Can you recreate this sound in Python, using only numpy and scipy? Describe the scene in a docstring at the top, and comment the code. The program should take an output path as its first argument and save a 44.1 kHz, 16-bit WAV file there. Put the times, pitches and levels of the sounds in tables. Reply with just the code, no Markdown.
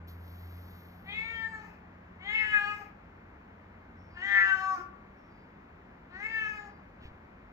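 """A low hum and a thin high hiss open a quiet room and fade back over the first second or two.
A cat yowls four times, louder in the left of a phone's two microphones, with the walls answering.
Each call rises and sags in pitch as the mouth opens and closes; in the two loud ones the vocal folds
slip into period doubling. Faint high chirps come and go, and near the end something bumps softly."""
import sys
import numpy as np
from scipy import signal
from scipy.fft import rfft, irfft, next_fast_len
from scipy.io import wavfile
from scipy.ndimage import map_coordinates

SR = 44100
rng = np.random.default_rng(int(sys.argv[2]) if len(sys.argv) > 2 else 0)


def wav_record(signal):
    """Record a signal, one row per channel, as 16-bit PCM in the file named by sys.argv[1]."""
    frames = np.transpose(np.atleast_2d(signal))
    bounded = np.clip(frames, -1, 1)
    # unit amplitude maps onto the largest positive 16-bit level
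    quanta = np.round(bounded * 32767).astype(np.int16)
    wavfile.write(sys.argv[1], SR, quanta)


N = 331971


def amp(db):
    """Decibels to gain."""
    return 10 ** (np.asarray(db) / 20)


def unit(x):
    """Scale to rms 1."""
    return x / np.sqrt(np.mean(x ** 2) + 1e-20)


def along(points, hz):
    """Rows of freq_hz, value, read on a log frequency axis."""
    freqs, values = np.transpose(points)
    return np.interp(np.log(hz + 1), np.log(freqs + 1), values)


def curves(rows, t):
    """Each column after the time, read at the times t."""
    times, *columns = np.transpose(rows)
    return [np.interp(t, times, column) for column in columns]


def wobble(rate, t):
    """A smooth random curve, rate knots a second."""
    place = (t - t[0]) * rate
    return map_coordinates(rng.standard_normal(int(place[-1]) + 4), [place])


def bell(t, centre_s, width_s):
    """A Gaussian swell that peaks at 1."""
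    return np.exp(-.5 * ((t - centre_s) / width_s) ** 2)


def swells(rows, t):
    """Summed gain of attack, hold, release envelopes."""
    return sum(np.clip((t - s) / attack, 0, 1) * amp(db - release * np.maximum(t - s - attack - hold, 0))
               for s, db, attack, hold, release in rows)


def resonance(hz, centre_hz, width_hz):
    """Gain of a resonance, 1 at its centre."""
    return 1 / (1 + (2 * (hz - centre_hz) / width_hz) ** 2)


def filtered(x, response):
    """Pass x through a complex response of frequency."""
    size = next_fast_len(N + SR // 2)
    return irfft(rfft(x, size) * response(np.fft.rfftfreq(size, 1 / SR)), size)[..., :N]


def noise(spectrum):
    """Coloured noise of rms 1."""
    return unit(filtered(rng.standard_normal(N), lambda hz: amp(along(spectrum, hz))))


def room_tone(t, common_db=-54, diffuse_db=-61):
    """Steady air noise, alike at both microphones in the bass."""
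    # air common to both microphones, and its diffuse part: freq_hz, relative_db
    common_colour = [(20, -20), (45, -0.5), (75, 0.5), (135, -7), (190, -0.5), (300, -7.5), (550, -13.5),
                     (1500, -14.5), (2200, -17), (3200, -34.5), (4500, -41.5), (7000, -51), (9000, -66),
                     (13000, -51.5), (15500, -61)]
    diffuse_colour = [(40, -17.5), (100, -11), (265, -6), (840, 4), (1600, -4), (2300, -14), (4500, -28.5),
                      (7500, -36.5), (10000, -73), (15500, -51.5)]
    mid = amp(common_db) * noise(common_colour)
    side = amp(diffuse_db) * noise(diffuse_colour)
    return lean_left(np.array([mid + side, mid - side]), share=0.3)


def hum(t, hum_hz=88.7, waver_db=1, flat_hz=5, settle_s=0.524):
    """A low wavering hum and its octave; it starts a little flat and settles."""
    # swells of the hum and of its octave: start_s, level_db, attack_s, hold_s, release_db_per_s
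    low_swells = [(-.1, -47, 0.045, 0.69, 39.5), (.9, -61.5, 0.097, 3.07, 11.5)]
    octave_swells = [(-.1, -62.5, .05, 1, 14.5), (.85, -62.5, 0.066, 0.91, 11.5)]
    pitch = hum_hz - flat_hz * np.exp(-t / settle_s)
    phase = 2 * np.pi * np.cumsum(pitch) / SR + 0.081 * wobble(2.6, t)
    low = swells(low_swells, t) * amp(waver_db * wobble(8.3, t)) * np.sin(phase)
    octave = swells(octave_swells, t) * amp(waver_db * wobble(1.7, t)) * np.sin(2 * phase)
    return np.sqrt(2) * (low + octave)


def hiss(t):
    """A short puff, then a longer stretch of thin hiss."""
    # puff and stretch: start_s, level_db, attack_s, hold_s, release_db_per_s
    hiss_swells = [(.07, -57, 0.015, 0.0064, 176), (.17, -63.5, 0.11, 0.5, 36)]
    # colour of the hiss: freq_hz, relative_db
    hiss_colour = [(2000, -39), (3200, -4), (4500, -6.5), (7000, -17.5), (9800, -61), (10800, -14.5),
                   (11700, -8.5), (12600, -2), (14500, -10.5), (16000, -6)]
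    return swells(hiss_swells, t) * noise(hiss_colour)


def meow(pitch_rows, mouth_rows, voice_row, treble_hz=4500, jitter=0.0021, rough_s=0.081, flicker_db=4):
    """The vocal folds' partials pass the throat and the mouth's moving resonances."""
    # fixed colour of the throat: freq_hz, gain_db
    throat_colour = [(600, -22), (760, 0), (900, 0), (1250, -5), (1750, -8), (2200, -10), (2600, -14),
                     (3000, -17), (3550, -22), (4150, -20), (4900, -15.5), (5700, -16), (7000, -16),
                     (8400, -25), (10000, -38), (12500, -24), (15500, -26)]
    # period doubling at the height of the loud calls: centre_s, strength, width_s
    doublings = [(2.446, 0.35, 0.062), (4.385, 1, 0.063)]
    start, end = mouth_rows[0][0], mouth_rows[-1][0]
    t = np.arange(int((start - .02) * SR), int((end + 0.017) * SR)) / SR
    age, remaining = np.maximum(t - start, 0), np.maximum(end - t, 0)
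    mouth_width_hz, treble_db, edge_start_hz, edge_end_hz, end_rough, fundamental_db = voice_row
    pitch, = curves(pitch_rows, t)
    throat_db, mouth_hz, mouth_db, upper_hz, upper_db = curves(mouth_rows, t)

    # the folds run less evenly as the call starts and ends
    rough = 0.01 + 0.25 * np.exp(-age / rough_s) + end_rough * np.exp(-remaining / rough_s)
    cycles = np.cumsum(pitch * (1 + jitter * (1 + 14 * rough) * wobble(89, t))) / SR
    # alternate strong and weak cycles put partials halfway between the harmonics
    doubling = sum(strength * bell(t, s, width) for s, strength, width in doublings)
    multiple = np.arange(2, 77)[:, None] / 2
    folds = np.where(multiple % 1, doubling, 1)
    hz = multiple * pitch
    phase = 2 * np.pi * (multiple * cycles + rng.random(multiple.shape))

    # the vowel: two moving resonances stand out of the throat's colour
    throat = amp(along(throat_colour, hz))
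    throat_gain = amp(throat_db) * throat * np.where(multiple % 1, 0.3 * doubling, 1)
    vowel = np.hypot(amp(mouth_db) * resonance(hz, mouth_hz, mouth_width_hz),
                     amp(upper_db) * resonance(hz, upper_hz, width_hz=480))
    # closing lips take up to 9 dB an octave off above the mouth resonance
    lips = amp(-9 * np.exp(-remaining / 0.17) * np.maximum(np.log2(hz / mouth_hz), 0))
    high = np.clip((hz - treble_hz) / 700 + .5, 0, 1)
    body = (1 - high) * lips * np.hypot(throat_gain, folds * vowel)

    # the treble flickers, and a third resonance gives it an edge
    edge_hz = np.interp(t, [start, end], [edge_start_hz, edge_end_hz])
    edge = 1 + amp(5) * resonance(hz, edge_hz, width_hz=900)
    flicker = amp(flicker_db * np.array([wobble(11.4, t) for _ in multiple]))
    treble = folds * high * throat * edge * flicker
    # it follows effort and gains over the call
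    effort_db = mouth_db + 21.5
    bright_db = treble_db + 0.2 * effort_db + 4.5 * (age / (end - start) - .5)
    treble_fade = np.minimum(age / 0.12, 1) * np.minimum(0.61 + remaining / 0.17, 1)
    gain = body + treble_fade * amp(bright_db) * treble / np.linalg.norm(treble, axis=0)
    # below the second harmonic only a weak, even fundamental gets out
    fundamental = (multiple == 1) * amp(fundamental_db) * np.minimum(age / 0.033, 1)
    gain = np.where(multiple < 2, fundamental, gain)

    # high partials are huskier, more so while the folds double and before the jaw closes
    growl = 0.53 * doubling * np.clip((hz - 2860) / 1500 + .5, 0, 1)
    early_husk = 0.67 * high * np.clip(2 * remaining / (end - start) - .5, 0, 1)
    husk = np.minimum(growl + rough * (1 + 2 * (hz / treble_hz) ** 2) + early_husk, 1)
    shimmer, scatter = np.array([[wobble(260, t) for _ in multiple] for _ in range(2)])
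    partials = np.sqrt(2) * gain * (1 + husk * shimmer) * np.sin(phase + husk * scatter)
    voice = (partials / np.hypot(1, husk)).sum(0)
    fade = np.clip(np.minimum(t - t[0], t[-1] - t) / 0.031, 0, 1)
    return np.pad(fade * voice, (round(t[0] * SR), N))[:N]


def cat(t, gain_db=0.62):
    """Four meows, the first three trailing off in a rasp, the third also in a murmur."""
    # pitch of each call, scooping up and then sagging: time_s, pitch_hz
    pitches = [
        [(1.05, 371.7), (1.1, 401), (1.15, 430.2), (1.226, 445.5), (1.31, 458.5), (1.42, 448.6), (1.52, 443.2),
         (1.6, 427), (1.7, 420)],
        [(2.2, 353.4), (2.225, 367.6), (2.26, 400.4), (2.3, 419.2), (2.355, 437.5), (2.43, 428), (2.54, 422),
         (2.62, 407.7), (2.75, 420.2), (2.83, 403.2)],
        [(4.15, 348.3), (4.198, 357), (4.215, 371), (4.25, 393.2), (4.29, 400.3), (4.38, 392.2), (4.5, 386),
         (4.6, 378.6), (4.67, 384), (4.752, 377.3), (4.775, 351.7)],
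        [(6.1, 348.4), (6.15, 363.2), (6.2, 400.6), (6.25, 433.6), (6.31, 448.6), (6.37, 442.1), (6.47, 427.9),
         (6.57, 422), (6.7, 403.7)],
    ]
    # vowel of each call, from "ee" to "ow" as the jaw closes (levels relative):
    # time_s, throat_db, mouth_hz, mouth_db, upper_hz, upper_db
    mouths = [
        [(1.05, -64, 1980, -62.5, 3180, -76), (1.09, -57.5, 2190, -37.5, 3350, -56),
         (1.125, -58, 2320, -40.5, 3290, -44.5), (1.19, -64.5, 2330, -32.5, 3700, -59),
         (1.24, -54.5, 2150, -40.5, 3800, -60), (1.31, -64, 2160, -34, 3420, -57),
         (1.385, -55, 1970, -39, 3150, -51.5), (1.45, -53.5, 1840, -35, 3080, -56),
         (1.515, -57, 1690, -49.5, 3000, -77), (1.555, -53, 1714, -38.5, 2700, -74),
         (1.61, -55, 1610, -66, 2620, -75), (1.7, -60, 1510, -69, 2580, -73)],
        [(2.2, -64, 2070, -55.5, 3020, -70), (2.26, -55, 2090, -44, 3130, -50),
         (2.305, -54, 1950, -30, 3270, -44), (2.344, -54, 2040, -31, 3050, -49),
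         (2.354, -53, 2240, -29.5, 2750, -34), (2.44, -55, 1860, -29.5, 2770, -43),
         (2.51, -57, 1860, -32, 2780, -42), (2.545, -64, 1760, -18, 2490, -42),
         (2.572, -51, 1745, -26.5, 2520, -34.5), (2.62, -48, 1410, -34.5, 2670, -41),
         (2.68, -44.5, 1494, -30, 2680, -39.5), (2.73, -64, 1448, -36, 2400, -39),
         (2.77, -60, 1363, -62, 2230, -48), (2.83, -49, 1320, -69, 2240, -62)],
        [(4.15, -63, 1620, -67, 2670, -71.5), (4.175, -57, 1670, -43, 2750, -58),
         (4.21, -61, 1690, -49.5, 2850, -53.5), (4.228, -55.5, 1875, -33.5, 3100, -53),
         (4.3, -59, 1816, -27.5, 3370, -49.5), (4.385, -63, 1835, -22.5, 3150, -53.5),
         (4.44, -59, 1740, -25, 2750, -48), (4.5, -58.5, 1580, -24.5, 2850, -40),
         (4.58, -49.5, 1480, -34, 2850, -56.5), (4.62, -45.5, 1214, -36.5, 2530, -53),
         (4.73, -47.5, 1164, -30, 2100, -51), (4.755, -56, 1160, -36.5, 2200, -67),
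         (4.775, -50, 1435, -45.5, 2200, -70), (4.83, -59, 1388, -50, 2200, -77)],
        [(6.1, -66, 1500, -66, 2620, -79), (6.16, -56.5, 1730, -43.5, 2640, -75),
         (6.194, -63, 1830, -46, 2630, -72), (6.204, -53, 1800, -39.5, 2630, -69),
         (6.26, -65, 2050, -32, 2600, -52), (6.295, -58.5, 2020, -43.5, 2680, -50),
         (6.35, -64, 1930, -30.5, 2760, -47.5), (6.41, -66, 1780, -34.5, 2720, -39.5),
         (6.48, -70, 1630, -34, 2450, -49.5), (6.545, -56, 1600, -46.5, 2400, -47.5),
         (6.585, -53.5, 1850, -38, 2430, -60), (6.615, -55, 1820, -68, 2500, -74),
         (6.7, -56, 1695, -59, 2520, -79)],
    ]
    # voice of each call (levels relative):
    # mouth_width_hz, treble_db, edge_start_hz, edge_end_hz, end_roughness, fundamental_db
    voices = [(363, -70.5, 7400, 7400, .6, -68.5), (347, -66.5, 7000, 8100, 0.27, -67.5),
              (340, -64.5, 7300, 5600, .15, -66), (410, -68, 5700, 7000, 0.2, -66)]
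    meows = sum(meow(*call) for call in zip(pitches, mouths, voices))
    return amp(gain_db) * meows + rasp(t) + murmur(t)


def rasp(t):
    """A husky noise as a call closes."""
    # the rasps: centre_s, level_db, width_s
    rasps = [(1.684, -62, 0.065), (2.81, -57, 0.052), (4.819, -65.5, 0.048)]
    # their colour: freq_hz, relative_db
    rasp_colour = [(300, -20), (800, 0), (1500, -3.5), (2500, 9), (3400, -21), (7000, -19), (9500, -40),
                   (13000, -18), (16000, -26.5)]
    return sum(amp(db) * bell(t, s, width) for s, db, width in rasps) * noise(rasp_colour)


def chirps(t, width_hz=470, attack_s=.025, release_db_per_s=120):
    """Faint, fuzzy chirps of narrow noise, each a higher note and then a lower one."""
    # the chirps: start_s, level_db
    onsets = [(3.961, -77.5), (5.16, -82), (6.5, -81)]
    # the two notes of each: delay_s, centre_hz, offset_db, hold_s
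    steps = [(0, 5460, -2, .09), (.13, 4780, 1, 0.094)]
    out = np.zeros(N)
    for delay, centre_hz, offset_db, hold in steps:
        note = unit(filtered(rng.standard_normal(N), lambda hz: resonance(hz, centre_hz, width_hz)))
        rows = [(s + delay, db + offset_db, attack_s, hold, release_db_per_s) for s, db in onsets]
        out += note * swells(rows, t)
    return out


def murmur(t, width_s=0.017):
    """As the lips close on the third call, the fundamental hums briefly through the nose."""
    # the nasal hum: centre_s, pitch_hz, level_db
    murmurs = [(4.799, 352, -49.5)]
    return sum(amp(db) * bell(t, s, width_s) * np.sin(2 * np.pi * hz * t + 1.4 * wobble(40, t))
               for s, hz, db in murmurs)


def bump(t, thud_hz=80, t60_s=0.033, brush_db=-53.5):
    """Three dull thuds under a short brushing sound."""
    # the thuds: start_s, level_db
    knocks = [(7.052, -33), (7.081, -37), (7.115, -37)]
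    thuds = 0
    for s, db in knocks:
        age = np.maximum(t - s, 0)
        thuds += amp(db - 60 * age / t60_s) * np.sin(2 * np.pi * thud_hz * age)
    # colour of the brushing: freq_hz, relative_db
    brush = noise([(100, -3), (300, 11), (700, -14.5), (3000, -4.5),
                   (7000, -31), (9500, -53), (13500, -32)])
    return thuds + amp(brush_db) * bell(t, knocks[0][0], width_s=0.027) * brush


def room(x, early_db=-7, early_s=.03):
    """Near walls answer at once, then a diffuse tail dies away, the treble first."""
    # ring of the room: freq_hz, t60_s
    decay_times = [(300, 0.8), (1300, 0.58), (4000, 0.28), (12000, 0.005)]
    # colour of what the walls return: freq_hz, gain_db
    wall_colour = [(300, -7), (1000, -10), (2000, -10), (3200, -7), (5000, 3.5), (12000, -27.5)]
    freqs, t, spectra = signal.stft(rng.standard_normal((2, SR // 2)), SR, nperseg=256)
    decay = amp(-60 * t / along(decay_times, freqs)[:, None])
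    tail = signal.istft(spectra * decay, SR, nperseg=256)[1]
    tail /= np.linalg.norm(tail[0])
    delays = (rng.uniform(0.0948, 1, size=8) * early_s * SR).astype(int)
    echoes = rng.standard_normal((2, len(delays)))
    tail[:, delays] += amp(early_db) * echoes / np.linalg.norm(echoes, axis=1, keepdims=True)
    returned = filtered(x, lambda hz: amp(along(wall_colour, hz)))
    return signal.fftconvolve(returned[None], tail, axes=1)[:, :N]


def direct(x, lag_s=.000158):
    """The direct sound reaches the left microphone a little later than the right."""
    return filtered(x, lambda hz: np.exp(1j * np.pi * hz * lag_s * np.array([[-1], [1]])))


def lean_left(x, share):
    """The left microphone hears the middle frequencies more strongly; total power is kept."""
    # balance of the microphones at a share of 1: freq_hz, left_over_right_db
    balance = [(200, -1.5), (400, 2), (750, 11), (1700, 14.5), (2400, 12), (4000, 0.5), (8000, 1.5)]

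    def gains(hz):
        ratio = amp(share * along(balance, hz))
        return np.sqrt(2) * np.array([ratio, np.ones_like(ratio)]) / np.hypot(1, ratio)
    return filtered(x, gains)


def scene():
    """The cat in its room, over the quiet background."""
    t = np.arange(N) / SR
    calls = cat(t)
    thin_hiss = hiss(t)
    cat_in_room = lean_left(direct(calls) + room(calls), share=0.57)
    background = room_tone(t) + hum(t) + thin_hiss + chirps(t) + bump(t)
    fade = np.minimum(np.minimum(t, t[-1] - t) / .003, 1)
    return cat_in_room + direct(fade * background)


def record(dry, top_hz=15700):
    """The phone keeps nothing above its band limit."""
    return filtered(dry, lambda hz: hz < top_hz)


dry = scene()
out = record(dry)
wav_record(out)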